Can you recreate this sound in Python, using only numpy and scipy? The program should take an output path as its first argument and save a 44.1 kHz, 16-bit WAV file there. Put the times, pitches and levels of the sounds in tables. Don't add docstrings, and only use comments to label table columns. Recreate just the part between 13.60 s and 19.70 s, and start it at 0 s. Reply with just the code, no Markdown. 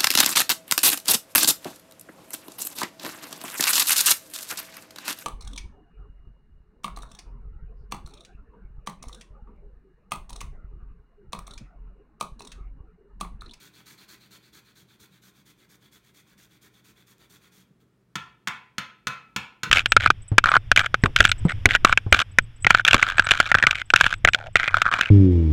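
import sys
import numpy as np
from scipy import signal
from scipy.fft import rfft, irfft
from scipy.io import wavfile
from scipy.ndimage import uniform_filter1d

SR = 44100
rng = np.random.default_rng(int(sys.argv[2]) if len(sys.argv) > 2 else 0)


def to_wav(sig):
    pcm = np.clip(np.atleast_2d(sig), -1, 1) * 32767
    pcm = np.round(pcm).astype(np.int16)
    wavfile.write(sys.argv[1], SR, pcm.T)


N = 269010

# pitch in Hz, relative level in dB.
FIBRE_COLOUR = [(3000, -19), (4300, -0.5), (5100, -3), (6000, 1), (7200, 0), (8100, -5.5), (9200, -1),
                (10400, -11.5), (12000, -3.5), (16000, -6.5)]
# pitch in Hz, relative level in dB, time to die by 60 dB in seconds.
BOARD_MODES = [(87.4, -10.5, 0.08), (116.7, -13.5, 0.095), (139, -6, 0.14), (188.6, -1, 0.08),
               (296, -10.5, 0.049), (481, -4.5, 0.025)]


def amp(db):
    return 10 ** (np.asarray(db) / 20)


def unit(x):
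    return x / np.sqrt(np.mean(x ** 2) + 1e-20)


def read(points, hz):
    f, value = np.transpose(points)
    return np.interp(np.log(hz + 1), np.log(f + 1), value)


def add(mix, s, sound):
    part = mix[max(round(s * SR), 0):][:len(sound)]
    part += sound[:len(part)]


def colour(x, points, peaks=(), size=4096):
    hz = abs(np.fft.fftfreq(size, 1 / SR))
    db = read(points, hz)
    for f, width, lift in peaks:
        db = db + lift / (1 + (2 * (hz - f) / width) ** 2)
    spectrum = np.exp(np.conj(signal.hilbert(np.log(amp(db)))))
    taps = np.fft.ifft(spectrum).real[:size // 2]
    return signal.oaconvolve(x, taps / np.linalg.norm(taps))[:len(x)]


def resonate(x, hz, width):
    turn = np.exp(2j * np.pi * np.cumsum(hz * np.ones(len(x))) / SR)
    r = np.exp(-np.pi * width / SR)
    smooth = signal.lfilter([1 - r], [1, -r], x / turn + 1e-18)
    return 2 * (turn * smooth).real


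def wander(length, per_s):
    return np.interp(np.arange(length) * per_s / SR, np.arange(4096), rng.standard_normal(4096))


def ring(modes, t, detune=0.):
    signs = rng.choice([-1, 1], len(modes))
    shifts = 1 + detune * rng.standard_normal(len(modes))
    total = 0
    for (hz, db, t60), sign, shift in zip(modes, signs, shifts):
        fading = amp(db - 60 * t / t60)
        total = total + sign * fading * np.sin(2 * np.pi * hz * shift * t)
    return total


def chatter(t, length_s):
    burst = rfft(rng.standard_normal(len(t)) * t * np.exp(-2 * t / length_s))
    flat = burst / (abs(burst) + 1e-12)
    even = irfft(flat, len(t)) * np.exp(-(t / (4 * length_s)) ** 2)
    return even / np.linalg.norm(even)


def background():
    # pitch in Hz, relative level in dB.
    air_colour = [(20, -11.5), (35, -4), (55, 1.5), (85, -9.5), (120, -4.5), (190, 1.5), (260, -7.5),
                  (400, -7.5), (520, -15.5), (750, -22), (1300, -20.5), (2500, -28.5), (6000, -35),
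                  (15000, -41.5)]
    air_db, hum_hz, hum_db = -65, 122.3, -71
    air = amp(air_db) * unit(colour(rng.standard_normal(N), air_colour))
    air = air * amp(0.86 * wander(N, per_s=17))
    phase = 2 * np.pi * hum_hz * np.arange(N) / SR + 0.48 * wander(N, per_s=3.54)
    hum = np.sqrt(2) * np.sin(phase)
    return air + hum * amp(hum_db + 1.4 * wander(N, per_s=4.8))


def kitchen(x, wet_db, gap_s=.005):
    # pitch in Hz, time to die by 60 dB in seconds.
    echo_times = [(100, 0.44), (300, 0.2), (700, 0.54), (1300, 0.36), (2500, 0.42), (5000, 0.35),
                  (9000, 0.27), (15000, 0.25)]
    # pitch in Hz, relative level in dB.
    wall_levels = [(100, -0.5), (600, 3.5), (1300, 0.5), (2500, 1.5), (3500, -2.5), (6000, -8.5),
                   (14000, -5.5)]
    reflections = rng.choice([-1., 1.], SR) * (rng.random(SR) < 12000 / SR)
    hz, t, bands = signal.stft(reflections, SR, nperseg=256)
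    fade = amp(-60 * t / read(echo_times, hz)[:, None])
    returned = amp(read(wall_levels, hz))[:, None]
    tail = signal.istft(bands * fade * returned, SR, nperseg=256)[1]
    out = x.copy()
    add(out, gap_s, amp(wet_db) * signal.oaconvolve(x, tail / np.linalg.norm(tail)))
    return out


def knock(level_db, crack_db, thump_db, clack_db, hz, lift_db, rebound_s, rebound_db):
    # pitch in Hz, relative level in dB, time to die by 60 dB in seconds.
    grater_modes = [(919, -20, 0.22), (1020.4, -12.5, 0.27), (1118, -14.5, 0.13), (1277, -6, 0.12),
                    (1322, -21.5, 0.65), (1361, -7, 0.21), (1455.5, 0, 0.062), (1698, -15.5, 0.13),
                    (1722, 4.5, 0.017), (2008, -12, 0.047), (2223, -1.5, 0.032), (2310, -12, 0.18),
                    (2560, -14.5, 0.36), (2670, -4, 0.039), (3070, -8, 0.024), (3290, 5, 0.022),
                    (3580, -10.5, 0.18), (4216, -1.5, 0.031), (5350, -9.5, 0.03), (6360, -2, 0.028),
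                    (6740, -3.5, 0.02), (6810, -11, 0.019)]
    # pitch in Hz, relative level in dB.
    slap_colour = [(200, -7), (650, -15.5), (900, -4), (1400, 0.5), (2600, 0), (3700, -4), (4800, -5.5),
                   (7100, -7.5), (7800, -13), (11000, -19.5), (16000, -24)]
    t = np.arange(SR // 2) / SR
    slap = amp(crack_db - 1.5) * chatter(t, length_s=0.0036)
    buzz = amp(crack_db - 9.5) * chatter(t, length_s=0.012)
    contacts = slap + buzz
    add(contacts, rebound_s, amp(rebound_db + 1.5) * chatter(t, length_s=0.0015))
    ringing = amp(-27.5) * ring(grater_modes, t, detune=0.0019) * (1 - np.exp(-t / 0.00052))
    steel = ringing + colour(contacts, slap_colour)
    steel = steel + (amp(lift_db) - 1) * resonate(steel, hz, width=430)
    steel = steel + (amp(clack_db) - 1) * resonate(steel, hz=870, width=790)
    wood = amp(thump_db - 27.5) * ring(BOARD_MODES, t) * (1 - np.exp(-t / 0.0015))
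    return amp(level_db) * steel + wood


def knocking():
    # start in seconds, level of the steel in dB, crack in dB, thump in dB,
    # hollow clack of a flat landing in dB, pitch favoured by the contact point in Hz, its lift in dB,
    # rebound delay in seconds, rebound in dB. knock() trims crack, thump and rebound.
    knocks = [(4.5548, -5.5, 1, -3, 0.5, 1290, 3.5, 0.0072, -9.5),
              (4.8728, -3.5, 2, -6, 4, 2150, 1.5, 0.0099, -4.5),
              (5.1814, -1, -1.5, -5, -4, 1670, 4.5, 0.0065, -15.5),
              (5.4699, 0.5, -1, -2.5, 0, 1400, 2.5, 0.012, -14.5),
              (5.7620, -4, 4.5, -1.5, 2.5, 2670, 3.5, 0.0079, -16),
              (6.0326, 0, -0.5, -3.5, -3.5, 1590, 3, 0.0076, -13.5)]
    out = np.zeros(N)
    for s, *blow in knocks:
        add(out, s, kitchen(knock(*blow), wet_db=-8.5))
    return out


def board_bumps():
    # start in seconds, level in dB.
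    bumps = [(1.222, -47), (1.405, -45), (1.51, -47.5), (1.789, -49), (2.227, -50), (2.757, -48),
             (3.975, -50.5), (4.106, -47.5), (4.22, -49.5), (6.068, -29)]
    out, t = np.zeros(N), np.arange(SR // 4) / SR
    for s, db in bumps:
        gradual_start = 1 - np.exp(-t / 0.0062)
        add(out, s, amp(db) * ring(BOARD_MODES, t, detune=0.022) * gradual_start)
    return out


def tick(start_s=3.582, level_db=-41):
    out, t = np.zeros(N), np.arange(SR // 20) / SR
    add(out, start_s, amp(level_db) * colour(chatter(t, length_s=.001), FIBRE_COLOUR))
    return out


def strokes():
    # start in seconds, length in seconds, level in dB.
    pushes = [(0.0, 0.085, -57), (0.26, 0.084, -55.5), (0.484, 0.072, -55), (0.71, 0.066, -57),
              (0.931, 0.069, -58.5), (1.157, 0.072, -62), (1.399, 0.062, -58.5), (1.621, 0.083, -61.5),
              (1.858, 0.066, -61.5), (2.093, 0.066, -61.5), (2.32, 0.06, -59.5), (2.544, 0.071, -61.5),
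              (2.778, 0.083, -61), (3.016, .067, -61), (3.243, 0.075, -62), (3.468, 0.069, -62),
              (3.699, 0.075, -60), (3.919, 0.11, -63.5)]
    # time in seconds, level in dB.
    return_weight = [(.15, -58), (.38, -56.5), (.75, -63), (1.1, -64), (2.2, -64), (3.15, -63.5),
                     (3.8, -61.5)]
    # start in seconds, end in seconds, added rise time in seconds, level in dB,
    # sharpness against that level in dB, board rumble in dB. grating() trims the levels.
    lift_off = (4.202, 4.232, 0, -71.5, -4.5, -65.5)
    push_ease_s, return_ease_s = 0.00089, 0.0059
    push_sharp_db, push_rumble_db = -0.82, -1.5
    return_sharp_db, return_rumble_db = -6, -5.5
    return_span = np.array([0.53, .85])

    rows = [(s, s + length, push_ease_s, db, push_sharp_db, db + push_rumble_db)
            for s, length, db in pushes]
    for (s, *_), (next_s, *_) in zip(pushes, pushes[1:]):
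        start, end = s + (next_s - s) * return_span
        db = np.interp(start, *np.transpose(return_weight))
        rows.append((start, end, return_ease_s, db, return_sharp_db, db + return_rumble_db))
    return rows + [lift_off]


def pressure(levels_db, rise_s, fall_s, arch_db=0):
    force = np.zeros(N)
    for (start, end, ease_s, *_), db in zip(strokes(), levels_db):
        t = np.arange(max(start - .1, 0), end + .2, 1 / SR)
        speed = np.sin(np.pi * np.clip((t - start) / (end - start), 0, 1))
        rise = 1 + np.tanh((t - start) / (rise_s + ease_s))
        fall = 1 - np.tanh((t - end) / fall_s)
        swell = arch_db * (speed - 2 / np.pi)
        add(force, t[0], amp(db + swell) * rise * fall / 4)
    return force


def snaps(per_s, spread_db, clump_db):
    size = amp(spread_db * np.minimum(rng.exponential(1, N), 4))
    clicks = size * rng.choice([-1, 1], N) * (rng.random(N) < per_s / SR)
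    return unit(clicks * amp(clump_db * wander(N, per_s=330)))


def roam(x, patchy_db):
    bands = signal.stft(x, nperseg=512, noverlap=384)[2]
    patches = rng.standard_normal(bands.shape)
    patches = uniform_filter1d(patches, size=4, axis=0)
    patches = unit(uniform_filter1d(patches, size=9, axis=1))
    return signal.istft(bands * amp(patchy_db * patches), nperseg=512, noverlap=384)[1][:N]


def teeth(width_hz=650, glide_hz_per_s=4000, swell_s=0.02):
    # time in seconds, starting pitch in Hz, level against the stroke in dB.
    zing = [(0, 4080, -3.5), (0.501, 4090, -1), (1.0, 4100, -1), (1.5, 3770, -6.5), (2.3, 3370, -14.5),
            (3.35, 3450, -9.5), (4.2, 3420, -23)]
    when, pitch, lift = np.transpose(zing)
    out, t = np.zeros(N), np.arange(SR // 8) / SR
    for start, _, _, level_db, *_ in strokes():
        hz = np.interp(start, when, pitch) + glide_hz_per_s * t
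        bite = resonate(rng.standard_normal(len(t)), hz, width_hz)
        bite = unit(resonate(bite, hz, width_hz))
        swell = t / swell_s * np.exp(1 - t / swell_s)
        add(out, start - .004, amp(level_db + np.interp(start, when, lift)) * bite * swell)
    return out


def grating():
    # pitch in Hz, relative level in dB.
    blade_colour = [(300, -5.5), (700, -9), (900, -6), (1400, 0), (1850, -1.5), (2300, -1.5), (2650, -4),
                    (2920, -7.5), (3400, 2), (4000, -5), (4600, -6.5), (5200, -18), (8000, -21)]
    # pitch in Hz, width in Hz, lift in dB.
    blade_peaks = [(1170, 28, 0.5), (1530, 200, 2), (2290, 100, 4), (3520, 190, 2.5), (4640, 140, 5.5)]
    # pitch in Hz, relative level in dB.
    board_colour = [(50, -15), (110, -11.5), (165, -4.5), (195, 5), (250, -12.5), (300, -2), (350, -8.5),
                    (410, -1), (470, -16.5), (800, -30)]
    *_, level_db, sharp_db, rumble_db = np.transpose(strokes())

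    crunch = snaps(per_s=5000, spread_db=1.5, clump_db=2.0)
    rubbing = pressure(level_db - 1.22, rise_s=0.0067, fall_s=0.0042, arch_db=1.0)
    blade = roam(colour(crunch, blade_colour, blade_peaks), patchy_db=2.0)
    rasp = unit(blade) * rubbing

    cutting = pressure(level_db + sharp_db - .8, rise_s=0.003, fall_s=0.013, arch_db=1.0)
    cutting += pressure(level_db + sharp_db - 12.5, rise_s=0.0091, fall_s=0.11)
    fibres = colour(snaps(per_s=8300, spread_db=2.5, clump_db=1.5), FIBRE_COLOUR)
    fizz = unit(fibres) * cutting

    shaking = pressure(rumble_db - 3.0, rise_s=0.022, fall_s=0.019)
    rumble = unit(colour(crunch, board_colour)) * shaking
    return rasp + fizz + rumble + teeth() + tick() + board_bumps()


def scene():
    return (kitchen(grating(), wet_db=-9) + knocking() + background())[None]


def record(dry):
    low_cut_hz, edge_hz = 70.5, 16000
    bass_cut = signal.butter(2, low_cut_hz, "highpass", fs=SR, output="sos")
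    thin = signal.sosfilt(bass_cut, dry)
    treble_cut = signal.firwin(511, edge_hz, window=("kaiser", 9), fs=SR)
    return signal.oaconvolve(thin, treble_cut[None], "same")


dry = scene()
out = record(dry)
to_wav(out)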